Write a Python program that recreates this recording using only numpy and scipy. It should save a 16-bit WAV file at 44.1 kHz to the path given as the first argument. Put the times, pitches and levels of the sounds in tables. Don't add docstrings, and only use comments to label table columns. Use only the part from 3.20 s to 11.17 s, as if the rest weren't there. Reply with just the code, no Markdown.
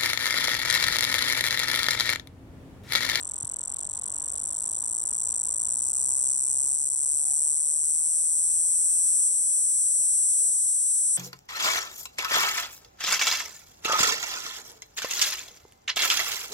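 import sys
import numpy as np
from scipy import signal
from scipy.fft import rfft, irfft, next_fast_len
from scipy.io import wavfile
from scipy.ndimage import uniform_filter1d

SR = 44100
rng = np.random.default_rng(int(sys.argv[2]) if len(sys.argv) > 2 else 0)


def to_wav(sig):
    pcm = np.clip(np.atleast_2d(sig), -1, 1) * 32767
    pcm = np.round(pcm).astype(np.int16)
    wavfile.write(sys.argv[1], SR, pcm.T)


N = 351477
TIME = np.arange(N) / SR
# (slow [strokes/s], brisk [strokes/s], full [strokes/s])
PACES = [47, 68, 93]


def amp(db):
    return 10 ** (np.asarray(db) / 20)


def unit(x):
    return x / np.sqrt(np.mean(x ** 2) + 1e-20)


def curve(rows, t):
    return np.interp(t, *np.transpose(rows))


def spectrum(rows, hz):
    row_hz, value = np.transpose(rows)
    return np.interp(np.log(hz + 1), np.log(row_hz), value)


def prompt_response(gain):
    log_gain = np.log(np.maximum(np.r_[gain, gain[-2:0:-1]], 1e-5))
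    return np.fft.ifft(np.exp(np.conj(signal.hilbert(log_gain)))).real


def clicks(times, sizes, reach=8):
    at = np.floor(times * SR).astype(int)[:, None] + np.arange(-reach, reach + 1)
    offset = at - times[:, None] * SR
    shape = sizes[:, None] * np.sinc(offset) * np.cos(np.pi * offset / (2 * reach + 2)) ** 2
    inside = (at >= 0) & (at < N)
    return np.bincount(at[inside], shape[inside], N)


def room_tone(level_db=-52, rumble_hz=260, lean_db=1):
    # (frequency [Hz], relative level [dB])
    colour = [(28, -67), (40, -22), (49, 2.5), (60, -4), (78, 1.5), (105, -5), (220, -11), (420, -16.5),
              (760, -14.5), (1030, -13), (1250, -20), (1500, -22.5), (2700, -26.5), (4000, -41.5),
              (8000, -27), (12000, -74), (16000, -54)]
    # (frequency [Hz], likeness [1 = same, -1 = opposite])
    likeness = [(120, -0.16), (300, 0.43), (600, 0.86), (1050, 1), (1450, 0.87), (1900, -0.81),
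                (2300, -1.055), (2700, -0.997), (3300, 1), (4500, 0.75), (6000, -0.0023)]
    # (time [s], gain [dB])
    rumble_levels = [(0, -2), (2.5, -1.5), (5.7, -0.5), (7.97, -3.5)]
    size = next_fast_len(N)
    hz = np.fft.rfftfreq(size, 1 / SR)
    alike = np.clip(spectrum(likeness, hz), -1, 1)
    noise = rfft(rng.standard_normal((2, size))) * amp(spectrum(colour, hz))
    mid, side = noise * np.sqrt([1 + alike, 1 - alike])
    air = amp(level_db) * unit(irfft(np.array([mid + side, mid - side]), size)[:, :N])
    rumble = signal.sosfilt(signal.butter(2, rumble_hz, fs=SR, output="sos"), air)
    rumble_gain = amp(curve(rumble_levels, TIME) + np.array([[lean_db], [-lean_db]]))
    return air + rumble * (rumble_gain - 1)


def house_hum():
    # (pitch [Hz], level [dB])
    tones = [(76.3, -69), (266.7, -69), (311.1, -71.5)]
    hum = np.zeros((2, N))
    for hz, db in tones:
        drift = np.cumsum(rng.standard_normal((2, N)), axis=1) * 3 / np.sqrt(SR)
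        hum += amp(db) * np.sqrt(2) * np.sin(2 * np.pi * hz * TIME + drift)
    return hum


def far_whistle(waver_hz=14):
    # (time [s], pitch [Hz], level [dB])
    path = [(3.95, 740, -76), (4.0, 754, -57), (4.06, 780, -59), (4.13, 793, -50.5), (4.18, 810, -66),
            (4.24, 770, -85)]
    times, hz, db = np.transpose(path)
    waver = waver_hz * unit(uniform_filter1d(rng.standard_normal(N), 400))
    pitch = np.interp(TIME, times, hz) + waver
    loudness = amp(np.interp(TIME, times, db)) * (TIME > times[0]) * (TIME < times[-1])
    return loudness * np.sin(2 * np.pi * np.cumsum(pitch) / SR)


def soft_bump():
    # (start [s], pitch [Hz], level [dB], decay [s])
    tones = [(0.226, 90, -45, 0.0099), (0.231, 129, -40.5, 0.0096), (0.24, 205, -50, 0.0073)]
    bump = np.zeros(N)
    for start, hz, db, decay in tones:
        age = np.maximum(TIME - start, 0)
        bump += amp(db) * 2 * age / decay * np.exp(-age / decay) * np.sin(2 * np.pi * hz * age)
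    return bump


def high_hiss(song, level_db=-32.0, follow_s=0.002, enter_s=4.63, fade_s=0.11):
    # (frequency [Hz], relative level [dB])
    colour = [(11000, -70.5), (12300, -22), (13200, -4.5), (14300, 6), (15500, -1.5), (16200, 4)]
    step = 1 / (follow_s * SR)
    loudness = np.sqrt(abs(signal.lfilter([step], [1, step - 1], song ** 2)))
    size = next_fast_len(N)
    gain = amp(spectrum(colour, np.fft.rfftfreq(size, 1 / SR)))
    hiss = irfft(rfft(rng.standard_normal((2, size))) * gain, size)[:, :N]
    fade_in = np.clip((TIME - enter_s) / fade_s + .5, 0, 1)
    return amp(level_db) * loudness * fade_in * unit(hiss)


def faint_ticks(taps, hz, pitch_hz=4050, width_hz=1300):
    tick = prompt_response(1 / (1 + (2 * (hz - pitch_hz) / width_hz) ** 2))
    return signal.oaconvolve(taps, tick / abs(tick).max())[:N]


def reflections(sound, fade_s, level_db, gap_s=0.0018):
    t = np.arange(SR // 4) / SR
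    echoes = rng.standard_normal((2, len(t))) * np.exp(-np.log(1000) * t / fade_s) * (t > gap_s)
    echoes /= np.linalg.norm(echoes, axis=1, keepdims=True)
    return amp(level_db) * signal.fftconvolve(sound[None], echoes, axes=1)[:, :N]


def ports(song, lag_ms=.436):
    # (frequency [Hz], gain [dB])
    right_colour = [(3500, 1), (4600, -2.5), (5500, 0), (6700, 3), (7500, -0.8), (8600, -3), (9800, -4),
                    (10600, -3.5), (11500, 0)]
    size = next_fast_len(N)
    hz = np.fft.rfftfreq(size, 1 / SR)
    delay = np.exp(-2j * np.pi * hz * lag_ms / 1000)
    left = rfft(song, size)
    right = -left * amp(spectrum(right_colour, hz)) * delay
    return irfft(np.array([left, right]), size)[:, :N]


def dry_snaps(taps, hz, level_db=-42.5, decay_s=0.00022):
    # (frequency [Hz], gain [dB])
    colour = [(2800, -18), (4500, 4), (7000, -9), (9000, 9), (11000, 13.5), (12500, 3.5), (15500, -4.5),
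              (16500, -13)]
    loudness = signal.lfilter([1], [1, -np.exp(-1 / (decay_s * SR))], taps)
    bursts = loudness * rng.standard_normal((2, N))
    response = np.fft.fftshift(irfft(amp(level_db + spectrum(colour, hz))))
    return signal.oaconvolve(bursts, response[None], "same")


def abdomen(rib_clicks, hz, sac_db=2.5, sac_hz=8400, sac_width_hz=430, top_hz=12600):
    # (frequency [Hz], gain [dB])
    colour = [(1800, -27.5), (3000, -3), (4300, 4.5), (5000, -2.5), (5800, 9.5), (6600, -1.5), (7300, 4),
              (8300, -2), (8850, -0.5), (9300, 1.5), (10000, 0.5), (10700, -1.5), (11400, -3), (13000, -11),
              (16000, 23)]
    sac = sac_db / (1 + (2 * (hz - sac_hz) / sac_width_hz) ** 2)
    ringing = signal.oaconvolve(rib_clicks, prompt_response(amp(spectrum(colour, hz) + sac)))[:N]
    return signal.sosfilt(signal.butter(6, top_hz, fs=SR, output="sos"), ringing)


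def rib_chirps(times, sizes, ring_hz, length_s, glide_hz, skew=0.89, swell=1.2):
    at = np.ceil(times * SR).astype(int)[:, None] + np.arange(128)
    age = at / SR - times[:, None]
    progress = np.clip(age / length_s[:, None], 0, 1)
    cycles = age * (ring_hz[:, None] + np.reshape(glide_hz, (-1, 1)) * (progress - 1) / 2)
    loudness = sizes[:, None] * abs(np.sin(np.pi * progress ** skew)) ** swell
    wave = loudness * np.sin(2 * np.pi * cycles)
    inside = (at >= 0) & (at < N)
    return np.bincount(at[inside], wave[inside], N)


def muscle_strokes(scatter_ms=.55, settle_pace=27, force_spread_db=.35):
    # (time [s], pace [strokes/s])
    stroke_rate = [(0.0, 47.6), (0.35, 44.8), (0.7, 50.85), (1.0, 49.53), (1.35, 53.9), (1.8, 58.8),
                   (2.4, 55.42), (2.65, 65.16), (3.3, 66.54), (3.6, 71.12), (4.2, 74.71), (4.6, 75.98),
                   (4.9, 80.76), (5.4, 83.58), (5.9, 87.72), (6.4, 90.56), (7.1, 92.35), (7.97, 93.6)]
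    # (time [s], delay [ms, negative = jumps ahead])
    stumbles = [(0.124, 4.0), (0.235, 2.2), (0.348, 2.3), (0.373, 3.8), (0.549, 4.2), (0.573, 3.3),
                (0.677, 4.1), (0.799, 4.1), (0.823, 2.4), (0.845, 2.5), (0.907, 1.1), (1.087, -2.9),
                (1.145, 1.5), (1.278, -3.8), (1.314, 2.1), (1.5, 2.0), (1.609, 1.8), (1.629, 2.5),
                (1.77, 2.7), (1.842, 5.5), (1.897, 2.8), (1.917, 3.2), (2.13, 2.8), (2.22, 2.5),
                (2.294, 2.3), (2.474, 2.6), (2.559, 2.1), (2.61, 1.9), (2.721, 5.8), (3.547, -3.2),
                (3.645, 2.4), (3.691, 4.1), (3.75, 2.5), (3.849, 2.9), (4.044, 2.6), (4.126, 1.5),
                (4.196, 2.2), (4.369, -2.3), (5.145, 1.5), (5.292, 0.9)]
    # (time [s], level [dB])
    effort = [(0, -24.5), (.12, -23.3), (.5, -23), (.9, -22), (1.35, -19.5), (1.85, -17), (2.35, -16.5),
              (3.05, -12.5), (3.5, -11), (4.3, -8.2), (5.05, -7.5), (6.05, -5.5), (7.25, -4), (7.97, -4)]
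    count = np.cumsum(curve(stroke_rate, TIME)) / SR - 1 / 4
    for when, late_ms in stumbles:
        count -= (TIME > when) * curve(stroke_rate, when) * late_ms / 1000
    starts = np.interp(np.arange(int(count[-1]) + 1), np.maximum.accumulate(count), TIME)
    pace = curve(stroke_rate, starts)
    scatter, force = np.clip(rng.standard_normal((len(starts), 2)), -2, 2).T
    shaky = np.exp(-((pace - PACES[0]) / settle_pace) ** 2)
    effort_db = curve(effort, starts) + force_spread_db * force
    return starts + shaky * scatter_ms * scatter / 1000, pace, effort_db


def tymbals(join_s=3.8, full_join_s=4.63, lock_pace=79, lock_span=3, locked_share=.35, limp_ms=.07,
            length_spread=.035, click_spread_db=.5, snap_growth=0.64, snap_spread_db=7.5,
            rebound_db=-14, rebound_s=0.0007255, rebound_hz=8700, rebound_length_s=0.00059,
            tick_db=-50, tick_spread_db=4):
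    # (delay when slow, brisk, full [ms], length when slow, brisk, full [ms],
    # random slip [ms], extra delay when the last two ribs join [ms], pitch spread [Hz])
    ribs = [(0, 0, 0, .92, .88, .7, .01, 0, 40), (1.88, 1.88, 2.06, 1.15, 1, .8, .025, 0, 40),
            (6.15, 6.15, 6.3, .8, .55, .48, .025, .15, 450),
            (7.35, 7.42, 7.98, 1.5, 1.3, .86, .035, .35, 50), (4.5, 4.5, 3.7, .95, .95, .8, .07, 0, 150),
            (6.1, 6.1, 5.2, .85, .85, .75, .07, 0, 150)]
    # (pitch when slow, brisk, full [Hz], level when slow, brisk, full [dB])
    rings = [(8060, 8690, 8870, -0.9, 0.5, 0), (8310, 8990, 8880, 1.5, 1.4, 0.7),
             (8560, 8610, 9550, 6.5, 1.5, -3.5), (8310, 8400, 8850, 2, 0.16, 1.5),
             (8800, 8400, 9030, -6, -4, -3), (8700, 8860, 8960, -5, -4, 0.5)]
    # (slow [Hz], brisk [Hz], full [Hz])
    glides = [1270, 1490, 1360]
    starts, pace, effort_db = muscle_strokes()
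    number = np.arange(len(starts))
    chance = np.clip(rng.standard_normal((len(starts), len(ribs), 7)), -2.5, 2.5).transpose(1, 2, 0)
    joined = (starts > full_join_s) | ((starts > join_s) & (number % 2 == 0))
    unsteady = locked_share + (1 - locked_share) / (1 + np.exp((pace - lock_pace) / lock_span))
    rib_clicks, snap_taps, tick_taps = np.zeros((3, N))
    for k, (rib, ring) in enumerate(zip(ribs, rings)):
        slip, detune, stretch, force, crack, bounce, tick = chance[k]
        slip_ms, push_ms, spread_hz = rib[6:]
        delay_ms = np.interp(pace, PACES, rib[:3]) + slip_ms * slip + push_ms * joined
        buckles = 1
        if k >= len(ribs) - 2:
            buckles = joined
            delay_ms += limp_ms * (-1) ** number
        times = starts + delay_ms / 1000
        length_s = np.interp(pace, PACES, rib[3:6]) * (1 + length_spread * stretch) / 1000
        detune_hz = spread_hz * unsteady * np.maximum(detune, -.3)
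        ring_hz = np.interp(pace, PACES, ring[:3]) + detune_hz
        sizes = buckles * amp(effort_db + np.interp(pace, PACES, ring[3:]) + click_spread_db * force)
        rib_clicks += rib_chirps(times, sizes, ring_hz, length_s, np.interp(pace, PACES, glides))
        rebounds = times + rebound_s * (1 + length_spread * bounce)
        rib_clicks += rib_chirps(rebounds, sizes * amp(rebound_db), rebound_hz + detune_hz,
                                 np.full(len(times), rebound_length_s), glide_hz=-600)
        snap_taps += clicks(times, sizes ** snap_growth * amp(snap_spread_db * unsteady * crack))
        tick_taps += clicks(times, buckles * amp(tick_db + tick_spread_db * unsteady * tick))
    hz = np.fft.rfftfreq(1024, 1 / SR)
    return abdomen(rib_clicks, hz) + faint_ticks(tick_taps, hz), dry_snaps(snap_taps, hz)


def scene(wall_s=0.00115, wall_db=-22, ring_hz=8300, ring_width_hz=800):
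    # (time [s], gain [dB])
    house_levels = [(0, 0.96), (3, 0.1), (4.4, -0.4), (5.6, -0.94), (7.97, -2)]
    song, snaps = tymbals()
    wall_delay = clicks(np.array([wall_s]), np.ones(1))[:SR // 100]
    wall = amp(wall_db) * signal.oaconvolve(song, wall_delay)[:N]
    ring = signal.lfilter(*signal.iirpeak(ring_hz, ring_hz / ring_width_hz, fs=SR), song)
    corner = reflections(ring, fade_s=0.022, level_db=-20.5, gap_s=0.0005)
    room = reflections(ring, fade_s=0.13, level_db=-25.5)
    cicada = ports(song + wall) + snaps
    hiss = high_hiss(song)
    house = (room_tone() + house_hum()) * amp(curve(house_levels, TIME))
    return cicada + corner + room + hiss + house + far_whistle() + soft_bump()


def record(dry):
    # (time [s], change in level [dB])
    steps = [(3.12, -1.7), (3.55, -2), (4.32, -1.3), (6.08, -1.9), (7.29, -1.5)]
    step_s, top_hz = 0.0043, 16200
    level_db = sum(db * np.clip((TIME - when) / step_s, 0, 1) for when, db in steps)
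    low_pass = signal.firwin(255, top_hz, window=("kaiser", 9), fs=SR)
    return signal.oaconvolve(dry * amp(level_db), low_pass[None], "same")


dry = scene()
out = record(dry)
to_wav(out)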